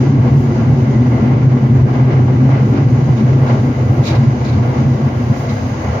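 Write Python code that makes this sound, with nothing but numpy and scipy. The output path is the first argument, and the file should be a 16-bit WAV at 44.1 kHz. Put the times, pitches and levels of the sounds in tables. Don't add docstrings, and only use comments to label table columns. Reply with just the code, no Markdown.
import sys
import numpy as np
from scipy.fft import rfft, irfft, next_fast_len
from scipy.io import wavfile
from scipy.ndimage import uniform_filter1d, minimum_filter1d, map_coordinates

SR = 44100
rng = np.random.default_rng(int(sys.argv[2]) if len(sys.argv) > 2 else 0)


def pcm_store(signal):
    levels = np.round(np.clip(np.atleast_2d(signal), -1, 1) * 32767)
    wavfile.write(sys.argv[1], SR, levels.astype(np.int16).T)


N = 264600


def amp(db):
    return 10 ** (np.asarray(db) / 20)


def unit(x):
    return x / np.sqrt(np.mean(x ** 2) + 1e-20)


def seconds():
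    return np.arange(N) / SR


def along(points, hz):
    f, v = np.transpose(points)
    return np.interp(np.log(hz + 1), np.log(f + 1), v)


def curve(rows):
    s, values = np.transpose(rows)
    return np.interp(seconds(), s, values)


def wobble(rate):
    knots = rng.standard_normal(int(N * rate / SR) + 4)
    return map_coordinates(knots, [seconds() * rate])


def swells(rows, half_s):
    t = seconds()
    return sum(db * np.exp(-((t - s) / half_s) ** 2) for s, db in rows)


def drift(db_per_s):
    return db_per_s * (np.arange(N) - N / 2) / SR


def filtered(x, response):
    m = next_fast_len(N + SR // 2)
    return irfft(rfft(x, m) * response(np.fft.rfftfreq(m, 1 / SR)), m)[..., :N]


def resonances(x, modes):
    def response(f):
        return sum(amp(db) * 1j * f * w / (c * c - f * f + 1j * f * w) for c, w, db in modes)
    return filtered(x, response)


# pitch_hz, likeness (1 same, 0 unrelated, -1 opposed)
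STEREO_LIKENESS = [(60, 0.99), (130, 0.99), (250, 0.97), (400, 0.83), (640, 0.52), (900, 0.23),
                   (1300, -0.49), (2000, 0.061), (3000, -0.043), (6000, -0.0072)]


def cabin_noise(spectrum):
    def mid_side_colour(hz):
        turn = np.arccos(np.clip(along(STEREO_LIKENESS, hz), -1, 1)) / 2
        return amp(along(spectrum, hz)) * [np.cos(turn), np.sin(turn)]
    mid, side = filtered(rng.standard_normal((2, N)), mid_side_colour)
    return unit(np.array([mid + side, mid - side]))


def steady(x, span):
    width = max(int(span * SR), 2)
    power = np.mean(x ** 2, axis=0)
    power = uniform_filter1d(uniform_filter1d(power, width), width)
    return x / np.sqrt(np.abs(power) + 1e-9)


def tone(hz, wander_hz):
    cycles = np.cumsum(hz + wander_hz * wobble(6.5)) / SR + rng.random()
    return np.sqrt(2) * np.sin(2 * np.pi * cycles)


def ringing(rows, half_s):
    t = seconds()
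    notes = np.zeros(N)
    for (s, db, hz), phase in zip(rows, rng.random(len(rows))):
        near = np.abs(t - s) < 3 * half_s
        age = t[near] - s
        bell = np.exp(-(age / half_s) ** 2)
        notes[near] += amp(db) * np.sqrt(2) * bell * np.sin(2 * np.pi * (hz * age + phase))
    return notes


# time_s, shake_db
SHAKE = [(0, -1.5), (1.2, -2), (1.5, 0.5), (2.2, -1), (3.3, -0.6), (4.4, -4.5), (4.95, -2), (5.4, -7.5),
         (6, -13.5)]
# time_s, pitch_hz
HUM_PITCH = [(0, 131.1), (.1, 138.2), (.19, 125.2), (.42, 140.3), (.58, 115.9), (.75, 134.1), (.9, 131),
             (1.16, 120), (1.25, 129.7), (1.42, 124.5), (1.54, 130), (1.75, 128), (2.0, 132.1),
             (2.15, 128.8), (2.62, 128.2), (2.79, 141.7), (2.9, 127.4), (3.0, 131.2), (3.19, 124.1),
             (3.34, 130.8), (3.73, 129), (3.87, 120), (4.0, 130.5), (4.3, 128.7), (4.6, 125.7), (4.9, 130),
             (5.4, 131), (6, 117.8)]
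# (relative, per Hz)
BOOM_COLOUR = [(60, -67), (95, -26.5), (108, -5), (119, 0.5), (130, -5.5), (139, 2.5), (147, -11),
               (155, -6), (168, -22), (190, -36.5), (400, -120)]
PANEL_COLOUR = [(120, -47), (165, -11.5), (188, -11), (213, -0.5), (236, -5.5), (260, -1.5), (272, -8),
                (286, -5.5), (303, -11), (340, -25), (600, -120)]
RUMBLE_COLOUR = [(15, -30.5), (30, -28), (44, -30), (55, -24), (66, -3.5), (80, 7), (94, 4.5), (104, 12.5),
                 (125, -4.5), (350, -120)]
DRUM_COLOUR = [(220, -60.5), (305, -6.5), (340, -1), (378, -4), (420, -9), (460, -12.5), (900, -120)]
# peak_s, change_db
SURGES = [(.2, 3), (.36, 3.5), (.54, -6.5), (.72, 6), (1.24, -4.5), (1.38, -1.5), (1.47, 6.5), (1.59, -8),
          (1.74, 2), (1.83, 4), (1.94, -6.5), (2.76, -13), (2.87, 4.5), (3.12, 4.5), (3.19, -9.5),
          (3.34, 2), (3.43, 3), (3.48, -7.5), (3.74, -14.5), (4.01, 6), (4.07, -25), (4.19, 6.5), (4.28, 8),
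          (4.37, -3), (4.48, -0.5), (4.75, -17.5), (4.87, 4), (5.0, -19.5), (5.05, 5.5), (5.1, -12.5),
          (5.31, 4.5), (5.37, -6), (5.6, -9.5), (5.83, -10), (5.93, 4)]
# peak_s, rise_db
KNOCKS = [(.05, 5), (1.96, 2.5), (2.1, 3), (2.2, 5), (2.3, 4), (2.77, 4)]
# peak_s, level_db, pitch_hz
JOLTS = [(.15, -18.5, 285), (.27, -15, 240.6), (.4, -21, 245.5), (.49, -17, 223.5), (.54, -22.5, 357.7),
         (.61, -14.5, 226.6), (.79, -24, 373), (1.04, -13.5, 243), (1.14, -18, 254.7), (1.24, -14, 216.4),
         (1.3, -15, 243.5), (1.58, -16, 245.3), (1.7, -15, 236.6), (1.95, -18, 254), (2.42, -11.5, 255.4),
         (2.75, -18.5, 281.4), (3.21, -13, 219), (3.53, -18.5, 235), (3.68, -18.5, 243.8),
         (3.83, -19.5, 234.4), (3.96, -22.5, 337.6), (4.11, -21, 323), (4.24, -16.5, 227.5),
         (4.35, -19.5, 242), (4.5, -18.5, 238.6), (4.58, -18, 213), (4.81, -19, 222.3), (4.96, -21.5, 222),
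         (5.08, -20, 228.2), (5.21, -18, 246), (5.52, -23, 225), (5.8, -25.5, 323), (5.88, -22.5, 207.7)]
# peak_s, level_db, pitch_hz
HEAVES = [(0.7, -19, 93.1), (2.21, -15.5, 96.2), (3.9, -14, 98.6), (4.12, -17.5, 93.3), (4.57, -14, 93.5),
          (4.83, -18, 97), (5.25, -24, 78.65), (5.65, -20, 91), (5.88, -17.5, 82.8)]
SURGE_S, KNOCK_S, JOLT_S, HEAVE_S = 0.025, 0.033, 0.033, 0.042
BOOM_DB, PANEL_DB, RUMBLE_DB, DRUM_DB = -10, -20, -22.5, -26
BOOM_WAVER_DB, PANEL_WAVER_DB, RUMBLE_WAVER_DB, DRUM_WAVER_DB, WAVERS_PER_S = 1.0, 1.9, 2.5, 1.33, 19
PANEL_FOLLOW, DRUM_FOLLOW, HUM_FOLLOW, RUMBLE_FOLLOW = 0.34, 0.83, 0.94, 0.2
PANEL_SAG_DB_PER_S = 0.42
HUM_DB, BOOM_NOISE_DB = -2, -4.0
PANEL_HUM_HZ, PANEL_WANDER_HZ, PANEL_HUM_DB = 234.2, 9, -4.5
DEEP_HZ, DEEP_DB = 58.3, -40


def car_body():
    def waver(depth_db):
        return depth_db * wobble(WAVERS_PER_S)

    shake_db = curve(SHAKE)
    surge_db = swells(SURGES, SURGE_S)
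    sag_db = drift(PANEL_SAG_DB_PER_S)
    boom_db = BOOM_DB + shake_db + surge_db + waver(BOOM_WAVER_DB)
    panel_db = PANEL_DB + PANEL_FOLLOW * shake_db - sag_db + waver(PANEL_WAVER_DB)
    rumble_db = RUMBLE_DB + RUMBLE_FOLLOW * surge_db + waver(RUMBLE_WAVER_DB)
    drum_db = DRUM_DB + DRUM_FOLLOW * shake_db + swells(KNOCKS, KNOCK_S)
    drum_db = drum_db - sag_db / 2 + waver(DRUM_WAVER_DB)

    hum = amp(HUM_DB + HUM_FOLLOW * shake_db) * tone(curve(HUM_PITCH), wander_hz=1.2)
    boom_mix = hum + amp(BOOM_NOISE_DB) * cabin_noise(BOOM_COLOUR)
    boom = amp(boom_db) * steady(boom_mix, span=0.053)
    panel_note = amp(PANEL_HUM_DB) * tone(PANEL_HUM_HZ, PANEL_WANDER_HZ)
    panels = amp(panel_db) * steady(cabin_noise(PANEL_COLOUR) + panel_note, span=0.068)
    rumble = amp(rumble_db) * steady(cabin_noise(RUMBLE_COLOUR), span=0.086)
    drumming = amp(drum_db) * steady(cabin_noise(DRUM_COLOUR), span=0.52)
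    notes = ringing(JOLTS, JOLT_S) + ringing(HEAVES, HEAVE_S)
    deep = amp(DEEP_DB) * tone(DEEP_HZ, wander_hz=0.13)
    return boom + panels + rumble + drumming + notes + deep


# time_s, level_db
STIFF_LEVEL = [(0, -34.5), (.6, -27), (1.15, -22), (2.1, -26.5), (2.75, -28), (3.2, -35), (6, -41)]
STIFF_HZ, STIFF_WIDTH_HZ = 265.5, 23


def stiff_panel():
    def band(hz):
        return np.exp(-((hz - STIFF_HZ) / STIFF_WIDTH_HZ) ** 2)
    drone = filtered(rng.standard_normal((1, N)), band)
    return amp(curve(STIFF_LEVEL)) * steady(drone, span=0.052)


# (relative, per Hz)
ROAR_COLOUR = [(220, -48), (400, -3.5), (455, -4.5), (485, 3.5), (512, -2), (535, -0.5), (600, -2.5),
               (780, -3), (980, -7.5), (1130, -6.5), (1300, -14), (1800, -28), (9000, -110)]
RING_COLOUR = [(700, -39), (1200, -4), (1390, 1), (1480, 0), (1620, 4), (1800, -3.5), (2020, -3),
               (2220, -1.5), (2500, -6), (2900, -7), (3400, -14), (6000, -20.5), (8000, -66.5)]
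# peak_s, half_length_s, roar_change_db, ring_change_db
ROUGH_RAIL = [(0.038, 0.085, 1.5, 2.5), (0.276, .05, 3.5, 3.5), (0.59, .09, 3, 3), (0.824, 0.13, 1.5, 1),
              (1.05, .05, -0.5, 1), (1.254, 0.14, 4.5, 3.5), (1.57, 0.033, 0.5, 0.5),
              (1.716, .03, -0.5, .5), (1.96, 0.053, 5.5, 4.5), (2.126, .06, 3, 3.5), (2.299, 0.028, 2, 1),
              (2.545, .07, 5.5, 5.5), (2.776, 0.035, 2.5, 5.5), (3.29, 0.034, 3, 2.5), (3.498, .08, 7, 5),
              (3.74, 0.039, 0, 1.3), (4.003, 0.032, 3.5, 1), (4.137, .09, 4, 4), (4.505, .06, 0, 1.3),
              (4.724, 0.1, 3.6, 2.5), (5.836, 0.054, 1.5, 2), (5.965, 0.07, 4, 2.5)]
# pitch_hz, width_hz, level_db (against the broad ring), singing_share (0-1)
WHEEL_MODES = [(1396, 60, -10.5, .2), (1886, 50, -19, .4), (1994, 61, -12, 0.7), (2100, 91, -14.5, 0.85),
               (2220, 130, -20.5, 0.5), (2960, 90, -23, 0.5), (4720, 110, -32, .1)]
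# peak_s, change_db
SINGS = [(.87, 5), (.96, 7), (1.16, 8.5), (1.29, 4.5), (1.4, 3), (1.54, 4), (1.99, 4), (2.1, 7.5),
         (2.25, -2), (2.54, 4.5), (3.49, 2), (3.76, 4), (4.68, 1), (5.52, 10), (5.86, 9)]
SING_S = 0.047
ROAR_DB, RING_DB, ROLL_RISE_DB_PER_S = -28, -38, 0.36
FLUTTER_DB, ROAR_FLUTTER_DB, MODE_WAVER_DB = 0.8, 0.5, 0.8


def wheels():
    rolling_db = drift(ROLL_RISE_DB_PER_S) + FLUTTER_DB * wobble(60)
    rough_roar_db = sum(swells([(s, roar)], half_s) for s, half_s, roar, _ in ROUGH_RAIL)
    rough_ring_db = sum(swells([(s, ring)], half_s) for s, half_s, _, ring in ROUGH_RAIL)
    roar_db = ROAR_DB + rolling_db + rough_roar_db + ROAR_FLUTTER_DB * wobble(50)
    roar = amp(roar_db) * cabin_noise(ROAR_COLOUR)

    drive = rng.standard_normal((2, N)) + amp(-3.0) * rng.standard_normal(N)
    sing_db = swells(SINGS, SING_S)
    modes = np.zeros((2, N))
    for hz, width, db, share in WHEEL_MODES:
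        mode = unit(filtered(drive, lambda f: 1 / (1 + (2 * (f - hz) / width) ** 2)))
        modes += amp(db + share * sing_db + MODE_WAVER_DB * wobble(8)) * mode
    ring = amp(RING_DB + rolling_db + rough_ring_db) * (cabin_noise(RING_COLOUR) + modes)
    return roar + ring


# start_s, level_db
CLUNKS = [(0.246, -17), (1.956, -25.5), (2.191, -17), (2.491, -17.5), (2.721, -25.5), (3.993, -21),
          (4.785, -21)]
# (relative, per Hz)
CLUNK_COLOUR = [(250, -20), (500, 8), (800, -1.5), (1300, -1.5), (2200, -17), (4000, -32.5), (8000, -76.5)]
CLUNK_RISE_S, CLUNK_DECAY_S = 0.00097, 0.0042


def clunks():
    t = seconds()
    blows = np.zeros(N)
    for s, db in CLUNKS:
        age = np.maximum(t - s, 0)
        blows += amp(db) * np.tanh((age / CLUNK_RISE_S) ** 2) * np.exp(-age / CLUNK_DECAY_S)
    return blows * cabin_noise(CLUNK_COLOUR)


def rubbing_stroke(s, rise, decay):
    age = seconds() - s
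    return np.exp(-(np.minimum(age, 0) / rise) ** 2 - np.maximum(age, 0) / decay)


# peak_s, level_db, rise_s, decay_s, brightest_hz
SCRAPES = [(2.12, -47.5, 0.026, 0.036, 2600), (3.185, -42, 0.022, .028, 2500), (3.5, -45, 0.04, 0.1, 3600),
           (4.078, -30.5, 0.034, 0.038, 5100), (4.095, -35, 0.035, 0.025, 2600),
           (4.165, -41, 0.02, 0.023, 3400), (4.451, -37.5, 0.007, 0.02, 4600),
           (4.492, -41, 0.02, 0.035, 3600), (4.54, -44, .018, .025, 2000), (5.501, -40, 0.014, .035, 4500)]
# (relative, per Hz)
SCRAPE_COLOUR = [(500, -34), (1500, -10.5), (2300, 5.5), (3000, 2.5), (4200, 1), (5300, -1), (6500, -1),
                 (7400, -11), (8400, -28), (15000, -22)]
# pitch_hz, width_hz, gain_db
FITTING_MODES = [(2320, 120, -5), (3690, 46, 1.5), (3910, 60, 5.5), (4340, 46, 3), (4670, 50, 0.5),
                 (5040, 65, 0.5)]


def scrapes():
    grain = amp(1.2 * wobble(160))
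    grit = grain * cabin_noise(SCRAPE_COLOUR)
    high_noise = amp(-21.5) * grain * cabin_noise(HIGH_COLOUR)
    slips = np.zeros((2, N))
    for s, db, rise, decay, bright_hz in SCRAPES:
        focused = unit(filtered(grit, lambda hz: amp(-6 * np.log2((hz + 1) / bright_hz) ** 2)))
        slips += amp(db) * rubbing_stroke(s, rise, decay) * (focused + high_noise)
    return amp(-1.5) * slips + resonances(slips, FITTING_MODES)


# start_s, level_db
TICKS = [(4.036, -38), (4.067, -31), (4.077, -27.5), (4.153, -37), (4.459, -33), (4.489, -34.5),
         (4.535, -39)]
# pitch_hz, level_db (relative), t60_s (time to fall 60 dB)
TICK_MODES = [(4050, 0, .05), (3700, -4, .06), (4440, -4, 0.055), (4960, -9, .04), (6550, -10, .035)]
TICK_RISE_S = 0.0013


def ticks():
    t = np.arange(SR // 5) / SR
    onset = np.tanh((t / TICK_RISE_S) ** 2)
    out = np.zeros((2, N))
    for s, db in TICKS:
        for hz, mode_db, t60 in TICK_MODES:
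            ring = np.sin(2 * np.pi * (hz * t + rng.random((2, 1))))
            out[:, round(s * SR):][:, :len(t)] += amp(db + mode_db - 60 * t / t60) * ring * onset
    return out


# peak_s, level_db, start_hz, end_hz
SQUEAKS = [(4.093, -34, 2380, 2080), (4.485, -40, 2420, 2030)]
SQUEAK_RISE_S, SQUEAK_DECAY_S, SQUEAK_FALL_S, SQUEAK_JITTER_HZ = .04, .06, .05, 130


def squeaks():
    t = seconds()
    out = np.zeros((2, N))
    for s, db, start_hz, end_hz in SQUEAKS:
        jitter_hz = SQUEAK_JITTER_HZ * np.array([wobble(400), wobble(400)])
        hz = np.interp(t - s, [0, SQUEAK_FALL_S], [start_hz, end_hz]) + jitter_hz
        level = amp(db + 2.9 * wobble(150)) * rubbing_stroke(s, SQUEAK_RISE_S, SQUEAK_DECAY_S)
        out += level * np.sin(2 * np.pi * np.cumsum(hz, axis=1) / SR)
    return out


# pitch_hz, level_db (before the swell)
WHINE_TONES = [(6496, -61.5), (6540, -58.5)]
# time_s, change_db
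WHINE_SWELL = [(0, -17), (5.2, -20.5), (5.55, 2.5), (5.85, 3), (6, -10)]


def whine():
    def pair():
        return sum(amp(db + 2.5 * wobble(9.9)) * tone(hz, wander_hz=3.4) for hz, db in WHINE_TONES)
    return amp(curve(WHINE_SWELL)) * np.array([pair(), pair()])


# time_s, level_db
HISS_LEVEL = [(0, -43.5), (.18, -50.5), (.45, -46.5), (.8, -47.5), (1.6, -50.5), (2.3, -51), (2.7, -47),
              (3.9, -47), (4.7, -45.5), (5.2, -47), (5.5, -42.5), (6, -45)]
# time_s, level_db
HIGH_LEVEL = [(0, -62), (.17, -66), (.3, -60), (.8, -62), (.95, -66), (1.22, -59.5), (1.45, -70),
              (1.75, -61.5), (2.1, -67), (2.7, -62), (3.0, -63.5), (4.0, -59.5), (4.33, -63), (5.2, -60.5),
              (5.4, -56), (5.95, -60.5)]
# pitch_hz, density_db (relative, per Hz); the scrapes share the second
HISS_COLOUR = [(1500, -24), (2800, 0), (3500, -3), (4050, 0), (4400, -3.5), (4780, 3), (5200, -2.5),
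               (6550, 1.5), (7000, -5.5), (7400, -18.5), (8200, -49), (12000, -62.5)]
HIGH_COLOUR = [(5000, -49), (7800, -12), (9000, -1), (10500, 1.5), (12500, 1), (13900, -4.5), (15000, 8),
               (15800, -3.5)]


def air():
    hiss = amp(curve(HISS_LEVEL) + 0.94 * wobble(16)) * cabin_noise(HISS_COLOUR)
    high_noise = amp(curve(HIGH_LEVEL) + 1.8 * wobble(17)) * cabin_noise(HIGH_COLOUR)
    return hiss + high_noise


# pitch_hz, left_minus_right_db
STEREO_LEAN = [(60, 1), (110, -0.5), (200, 1.5), (380, 1), (700, 3), (1290, 1.5), (2380, -3), (4400, -2),
               (8120, -8), (15000, -7.5)]
FADE_S = .004


def scene():
    body = car_body() + stiff_panel() + wheels() + clunks()
    cabin = body + scrapes() + ticks() + squeaks() + whine() + air()
    opening = np.tanh((seconds() / FADE_S) ** 2)

    def lean(hz):
        half_db = along(STEREO_LEAN, hz) / 2
        return amp(np.array([half_db, -half_db]))
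    return filtered(opening * cabin, lean)


CEILING, TOP_HZ = .93, 15830


def record(dry):
    needed = np.minimum(1, CEILING / (np.abs(dry).max(axis=0) + 1e-9))
    gain = uniform_filter1d(minimum_filter1d(needed, size=900), size=900)
    return filtered(dry * gain, lambda hz: hz < TOP_HZ)


dry = scene()
out = record(dry)
pcm_store(out)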